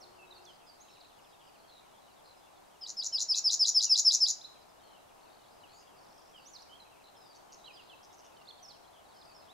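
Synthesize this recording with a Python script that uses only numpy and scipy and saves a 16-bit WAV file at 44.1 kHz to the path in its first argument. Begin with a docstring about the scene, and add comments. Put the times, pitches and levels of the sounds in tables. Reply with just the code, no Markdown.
"""Among trees, with distant traffic hushing to the left and one faint low hoot at the start.
Near the microphone a yellowhammer on a bare treetop sings ten alike syllables, swelling: each is a
trilled whistle, a hook and a rattle from both sides of the syrinx. Twigs scatter the song and the
trees around answer. Other birds chirp and buzz farther off."""
import sys
import numpy as np
from scipy import signal
from scipy.fft import rfft, irfft, next_fast_len
from scipy.io import wavfile
from scipy.ndimage import map_coordinates

SR = 44100
rng = np.random.default_rng(int(sys.argv[2]) if len(sys.argv) > 2 else 0)


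def store_pcm(level_fs):
    """Save levels as 16-bit WAV."""
    pcm = np.round(np.clip(level_fs, -1, 1) * 32767).astype(np.int16)
    wavfile.write(sys.argv[1], SR, np.atleast_2d(pcm).T)


N = 420273


def amp(db):
    """Decibels to amplitude."""
    return 10 ** (np.asarray(db) / 20)


def unit(x):
    """x scaled to rms 1."""
    return x / np.sqrt(np.mean(x ** 2) + 1e-20)


def along(points, hz):
    """Reads (Hz, value) points on a log frequency axis."""
    knots_hz, values = np.transpose(points)
    return np.interp(np.log(hz + 1), np.log(knots_hz), values)


def clock(length_s):
    """Sample times in seconds."""
    return np.arange(int(length_s * SR)) / SR


def gate(t, start, end, edge):
    """Opens at start and closes at end, with smooth edges."""
    return np.sin(np.pi / 2 * np.clip(np.minimum(t - start, end - t) / edge, 0, 1)) ** 2


def wobble(t, rate):
    """A smooth random curve, rate knots a second."""
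    return map_coordinates(rng.standard_normal(256), [(t - t[0]) * rate], mode="wrap")


def sine(hz):
    """A tone of rms 1 on a moving pitch."""
    return np.sqrt(2) * np.sin(2 * np.pi * (np.cumsum(hz) / SR + rng.random()))


def add(track, start_s, sound):
    """Lays a sound into a track."""
    part = track[max(round(start_s * SR), 0):][:len(sound)]
    part += sound[:len(part)]


def filtered(x, response):
    """x shaped by a gain that depends on frequency."""
    size = next_fast_len(N + SR // 2)
    return irfft(rfft(x, size) * response(np.fft.rfftfreq(size, 1 / SR)), size)[..., :N]


def rush(colour, likeness):
    """Stereo noise of rms 1 with a given colour and left-right likeness."""
    def mid_and_side(hz):
        angle = np.arccos(np.clip(along(likeness, hz), -1, 1)) / 2
        return colour(hz) * [np.cos(angle), np.sin(angle)]
    mid, side = filtered(rng.standard_normal((2, N)), mid_and_side)
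    return unit(np.array([mid + side, mid - side]))


# The traffic's slow rise and fall: time_s, relative_level_db
TRAFFIC_SWELL = [(0.0, -60.5), (0.66, -62), (4.88, -62), (5.81, -60.5), (7.17, -61.5), (7.48, -60.5),
                 (9.53, -60.5)]
# Its colour before the air dulls it: frequency_hz, density_db
TRAFFIC_COLOUR = [(60, -12.5), (190, -8), (250, -6), (340, -2), (480, -3.5), (720, 0), (900, -1.5),
                  (1300, -7), (1900, -15)]
# How alike it reaches the two sides of the microphone: frequency_hz, correlation
TRAFFIC_LIKENESS = [(60, 1), (130, 0.31), (300, -0.79), (550, -0.36), (800, .2), (1400, -0.19)]


def distant_traffic(gain_db=2.5, dull_hz=2400):
    """A far road, louder to the left; the air swallows its treble on the way."""
    t = np.arange(N) / SR
    hush = rush(lambda hz: amp(along(TRAFFIC_COLOUR, hz)) / (1 + (hz / dull_hz) ** 4), TRAFFIC_LIKENESS)
    swell_db = np.interp(t, *np.transpose(TRAFFIC_SWELL))
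    hush *= amp(swell_db + gain_db + .5 * wobble(t, 6.8))
    leftward_db = [(380, -.4), (700, 1.4)]
    return filtered(hush, lambda hz: amp(along(leftward_db, hz) * [[1], [-1]]))


# The colour of the open-air hiss: frequency_hz, density_db
HISS_COLOUR = [(1900, 3), (2700, 3), (8000, -1), (12000, -4.5), (15500, -9.5)]


def air_hiss(level_db=-66):
    """A thin, even hiss all around the microphone."""
    return rush(lambda hz: amp(along(HISS_COLOUR, hz)), likeness=[(2000, 0.23)]) * amp(level_db)


def far_hoot(pitch_hz=362, level_db=-66):
    """One soft, nearly steady tone, far off to the left."""
    t = np.arange(N) / SR
    hoot = sine(pitch_hz + 2 * wobble(t, 30)) * gate(t, -0.053, 0.564, 0.11)
    return hoot * amp(level_db) * np.array([[1], [.3]])


def slur(length_s, first_hz, last_hz, midway=.63, unsteady_db=3.5, scoop=.12, scoop_s=.004):
    """A far note that scoops up to its pitch, glides and settles, its loudness unsteady."""
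    t = clock(length_s)
    curve = np.polyfit([0, .5, 1], [0, midway, 1], 2)  # midway: share of the glide done at half time
    glide_hz = first_hz + (last_hz - first_hz) * np.polyval(curve, t / length_s)
    hz = glide_hz * (1 - scoop * np.exp(-t / scoop_s)) + 45 * wobble(t, 300)
    loudness = unit(amp(unsteady_db * wobble(t, 140)))
    return gate(t, -.002, length_s + .002, length_s * 0.27) * loudness * sine(hz)


# Single slurs from far birds: start_s, length_s, first_hz, last_hz, level_db
FAR_CHIRPS = [(0, 0.054, 6900, 3780, -59), (0.174, 0.096, 2795, 2560, -63), (0.305, 0.027, 4350, 3640, -57),
              (0.343, .047, 4900, 4140, -62), (0.452, 0.013, 7400, 3990, -59),
              (0.459, 0.067, 3730, 2960, -60), (0.654, 0.084, 5300, 4500, -63),
              (0.798, .035, 5800, 6900, -61.5), (1.004, 0.017, 5700, 3590, -61),
              (2.818, .036, 3500, 2860, -63), (3.119, 0.043, 3300, 2710, -58),
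              (3.332, .057, 2650, 2560, -61), (3.858, .064, 3100, 2500, -59.5),
              (4.41, 0.019, 3600, 4360, -55), (4.437, 0.029, 3760, 4170, -49),
              (5.63, 0.044, 3200, 2500, -63.5), (6.329, 0.082, 3455, 2690, -59.5),
              (6.448, .062, 5100, 7280, -57.5), (6.524, 0.059, 7070, 3480, -54.5),
              (6.582, 0.034, 3500, 4950, -59), (6.621, 0.013, 6700, 4350, -57.5),
              (6.684, 0.096, 2950, 3235, -59.5), (6.798, 0.042, 4290, 3840, -59),
              (7.633, 0.061, 3830, 4160, -58.5), (7.731, 0.048, 5340, 4640, -60.5),
              (8.357, .075, 3240, 2680, -66.5), (8.472, 0.027, 3623, 4500, -54),
              (8.489, 0.025, 5050, 3200, -53), (8.623, .046, 6530, 5020, -55.5),
              (8.678, 0.048, 6130, 3730, -55), (9.212, .018, 5040, 3370, -62),
              (9.337, .086, 5580, 4910, -64), (9.481, 0.049, 2950, 4100, -62.5)]


def chirping_birds():
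    """Far birds drop scattered slurs, most of them falling."""
    track = np.zeros(N)
    for start_s, length_s, first_hz, last_hz, level_db in FAR_CHIRPS:
        add(track, start_s, amp(level_db) * slur(length_s, first_hz, last_hz))
    return track


def buzz(length_s, first_hz, last_hz, swing, beat_hz):
    """A far note that pulses and swings about a gliding pitch; wide swings turn it into a rasp."""
    t = clock(length_s)
    beat = sine(beat_hz * (1 + 0.046 * wobble(t, 53))) / np.sqrt(2)
    glide_hz = np.interp(t, [0, length_s], [first_hz, last_hz])
    hz = glide_hz + swing * (0.26 * beat + .5 * wobble(t, 1200))
    return (1 + 0.78 * beat) * gate(t, 0, length_s, length_s * 0.1) * sine(hz)


def farthest_chorus(count=240, centre_hz=3750, spread=.16, level_db=-74.5, note_s=0.04):
    """The farthest birds twitter at random on both sides: short, mostly falling slurs and purrs."""
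    twitter = np.zeros((2, N))
    for i, (pitch, size, fall, loud, side) in enumerate(rng.uniform(-2.3, 2.3, (count, 5))):
        hz = centre_hz * np.exp(spread * pitch)
        last_hz = hz * (.9 + 0.046 * fall)
        length_s = note_s * np.exp(0.39 * size)
        note = slur(length_s, hz, last_hz) if i % 2 else buzz(length_s, hz, last_hz, 315, beat_hz=100)
        start_s = (i + rng.random()) / count * N / SR
        for channel, sign in zip(twitter, (1, -1)):
            add(channel, start_s, amp(level_db + 1.8 * loud + sign * side) * note)
    return twitter


# Buzzy notes from far ahead: start_s, length_s, first_hz, last_hz, level_db, beat_hz
FAR_BUZZES = [(0.86, .23, 3900, 3880, -68, 92), (1.676, .14, 4270, 3630, -65.5, 71),
              (2.239, 0.1, 4200, 3960, -68, 59), (4.796, .19, 3110, 3100, -73.5, 69),
              (5.678, .16, 3960, 5210, -67.5, 78), (5.729, .095, 7100, 6300, -69.5, 110),
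              (7.034, 0.071, 3930, 4060, -66.5, 72), (7.15, 0.24, 5350, 4350, -68.5, 22),
              (7.793, .22, 4100, 3790, -72, 110), (9.138, 0.21, 5250, 4510, -68, 45)]


def buzzing_birds(swing_per_beat=4):
    """Far birds buzz; the faster the beat, the wider the pitch swings."""
    track = np.zeros(N)
    for start_s, length_s, first_hz, last_hz, level_db, beat_hz in FAR_BUZZES:
        note = buzz(length_s, first_hz, last_hz, swing_per_beat * beat_hz, beat_hz)
        add(track, start_s, amp(level_db) * note)
    return track


# Far runs of one slur: start_s, until_s, every_s, length_s, first_hz, last_hz, level_db
FAR_TRILLS = [(0.876, 1.55, 0.074, 0.038, 3790, 2380, -71.5), (5.207, 5.52, 0.023, 0.012, 3830, 4600, -72),
              (5.971, 6.332, .019, .008, 6520, 4960, -69), (7.65, 7.94, .113, .07, 3810, 2490, -59),
              (8.325, 8.6, 0.044, 0.011, 4080, 4700, -70.5)]


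def trilling_birds(pitch_spread=0.0325, spread_db=2.0, stray=0.043):
    """Far birds repeat a slur, never quite the same in timing, pitch or level."""
    track = np.zeros(N)
    for start_s, until_s, every_s, length_s, first_hz, last_hz, level_db in FAR_TRILLS:
        for due_s in np.arange(start_s, until_s, every_s):
            late, high, loud = rng.standard_normal(3)
            pitch = 1 + pitch_spread * high
            note = slur(length_s, pitch * first_hz, pitch * last_hz)
            add(track, due_s + stray * every_s * late, amp(level_db + spread_db * loud) * note)
    return track


def syrinx(hz, second_db=-35, third_db=-44):
    """One side of the bird's voice organ: a nearly pure tone with two weak overtones."""
    return sine(hz) + amp(second_db) * sine(2 * hz) + amp(third_db) * sine(3 * hz)


def whistle(length_s, pitch_hz, bright_db, trill_hz=252, swing_hz=70, depth=0.47, fade_db_per_s=720):
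    """A whistle that swells and fades, fluttering fast and most deeply where it is soft."""
    t = clock(length_s)
    progress = t / length_s
    swell = np.interp(progress, [0, 0.62], [0.063, 1])
    loudness = swell * amp(-fade_db_per_s * np.maximum(t - 0.55 * length_s, 0))
    flutter = (1 - 0.36 * loudness) * sine(trill_hz * (1 + .018 * wobble(t, 55))) / np.sqrt(2)
    # the pitch sags ever faster, then lifts a little at the end
    sag = .15 * np.minimum(progress / 0.78, 1) ** 2.8
    lift = .36 * np.maximum(progress - 0.78, 0)
    hz = pitch_hz * (1 - sag + lift) + swing_hz * flutter + 25 * wobble(t, 300)
    voice = syrinx(hz, second_db=bright_db - 33.5, third_db=bright_db - 39.5)
    return voice * loudness * (1 + depth * flutter) * gate(t, 0, length_s - .003, .009)


def hook(lead_s, after_s=0.0036, accent_hz=4000, rise_hz_per_s=80000, width_s=0.0029, lead_db=-15):
    """A quick upward flick of the lower voice: a soft lead-in, then one short accent."""
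    t = clock(lead_s + after_s) - lead_s
    loudness = np.maximum(amp(lead_db), np.exp(-(t / width_s) ** 2))
    hz = accent_hz + rise_hz_per_s * t + 30 * wobble(t, 550)
    return syrinx(hz) * loudness * gate(t, -lead_s, after_s, 0.0021)


def rattle(bright_db, length_s=0.05, peak_s=0.04, beat_hz=111, mixing_db=-31,
           crest_hz=7450, sink_hz_per_s=13000, dip_hz=1350, bottom_hz=4050, dive_hz=2750):
    """Both sides of the syrinx beat and swell together: one in sinking arches, one diving between."""
    t = clock(length_s)
    cycle = (t * beat_hz * (1 + .012 * rng.normal()) + .2) % 1
    off_peak = (t / peak_s - 1) ** 2
    upper_waver, lower_waver = amp(2.5 * np.array([wobble(t, 500), wobble(t, 200)]))
    # each arch is round on top, drops fast with an accent and climbs back slowly
    dip = np.sin(np.pi * cycle ** .75) ** 4
    accent_db = 3 * np.sin(2 * np.pi * cycle)
    upper_hz = crest_hz - sink_hz_per_s * t - dip_hz * dip + 190 * wobble(t, 1500)
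    upper = syrinx(upper_hz, second_db=bright_db - 35.5)
    upper += amp(-27) * rng.standard_normal(len(t))  # a little rasp
    upper *= upper_waver * amp(2 - 23 * off_peak + accent_db)
    # each dive levels out and fades at its bottom
    dive = np.clip(cycle / .6, 0, 1)
    height = np.clip(1 - dive / .8, 0, 1) ** 2
    stroke = gate(dive, 0, 1, .25) * amp(6 - 9 * dive)
    lower_hz = bottom_hz + dive_hz * height + 110 * wobble(t, 1500)
    lower = syrinx(lower_hz, second_db=bright_db - 23.5, third_db=bright_db - 35.5)
    lower *= lower_waver * stroke * amp(-2.5 - 6 * off_peak) * gate(t, -1, length_s, .016)
    # where both voices are loud they modulate each other
    mixing = amp(mixing_db + bright_db) * upper * lower
    return (upper + lower + mixing) * gate(t, 0, length_s, .006)


# The near singer's syllables, levels before each part's lift: hook_peak_s, whistle_db, rattle_db
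SYLLABLES = [(2.8667, -40.5, -45), (3.0276, -31.8, -39.5), (3.1868, -27, -35), (3.3486, -23.5, -33),
             (3.5044, -21.5, -31), (3.656, -20, -29.5), (3.8093, -19.0, -32), (3.9595, -18, -29),
             (4.1128, -17, -29), (4.2678, -19, -32.5)]


def yellowhammer(full_db=-19.5, hook_lead_s=.011, low_hz=3100, high_hz=14000):
    """The treetop phrase: the louder the bird sings, the higher, longer and brighter its whistle."""
    song = np.zeros(N)
    for peak_s, whistle_db, rattle_db in SYLLABLES:
        effort_db = whistle_db - full_db
        length_s = .069 + .0004 * effort_db
        pitch_hz = 5342 + 7.5 * effort_db
        bright_db = 0.27 * effort_db
        add(song, peak_s - length_s, amp(whistle_db + 0.4) * whistle(length_s, pitch_hz, bright_db))
        add(song, peak_s - hook_lead_s, amp(rattle_db + 6) * hook(hook_lead_s))
        add(song, peak_s, amp(rattle_db + 1.5) * rattle(bright_db))
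    # throat and beak pass only their own band
    return filtered(song, lambda hz: 1 / (1 + (low_hz / (hz + 1)) ** 16) / (1 + (hz / high_hz) ** 8))


def near_bounce(x, delay_s=.000813, above_hz=6000):
    """A small surface by the microphone throws back only the treble, which ripples its colour."""
    def ripple(hz):
        reflected = np.clip(hz / above_hz - 1, 0, 1)
        return 1 - reflected * np.exp(-2j * np.pi * hz * delay_s)
    return filtered(x, ripple)


def echoes(x, t60_s, delay_s):
    """The diffuse answer of twigs or trees, in two unlike channels of about unit energy."""
    t = clock(1)
    tail = rng.standard_normal((2, len(t))) * amp(-60 * t / t60_s) * (t > delay_s)
    return signal.fftconvolve(x[None], tail / np.linalg.norm(tail[0]), axes=1)[:, :N]


# One bird's calls from far ahead: start_s, level_db
FAR_RASPS = [(7.35, -66), (7.521, -56.5), (8.029, -64), (8.124, -64.5), (8.181, -64), (8.244, -65)]


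def rasping_bird(length_s=0.029, pitch_hz=5750):
    """Short calls whose pitch swings so widely that they rasp."""
    track = np.zeros(N)
    for start_s, level_db in FAR_RASPS:
        add(track, start_s, amp(level_db) * buzz(length_s, pitch_hz, pitch_hz, swing=1228, beat_hz=132))
    return track


def scene():
    """From the microphone: the singer near, other birds far ahead and right, traffic beyond."""
    song = near_bounce(yellowhammer())
    birds_right = (chirping_birds() + trilling_birds()) * amp([[-1.6], [3]])
    birds_ahead = buzzing_birds() + rasping_bird()
    birds = birds_right + birds_ahead + farthest_chorus()
    # twigs beside the singer scatter from nearly its own direction, the trees from all around
    centre, wide = echoes(song, t60_s=0.18, delay_s=.0055)
    twigs = amp(-8.5) * centre + amp(-14.5) * wide * np.array([[1], [-1]])
    trees = amp(-19.5) * echoes(song, t60_s=0.57, delay_s=.02)
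    far_birds = birds + amp(-5.5) * echoes(birds.mean(0), t60_s=0.58, delay_s=0.01)
    background = distant_traffic() + air_hiss() + far_hoot()
    return song * amp([[.4], [-.4]]) + twigs + trees + far_birds + background


def record(dry, top_hz=15700):
    """The camera keeps nothing above its band limit."""
    return filtered(dry, lambda hz: hz < top_hz)


dry = scene()
out = record(dry)
store_pcm(out)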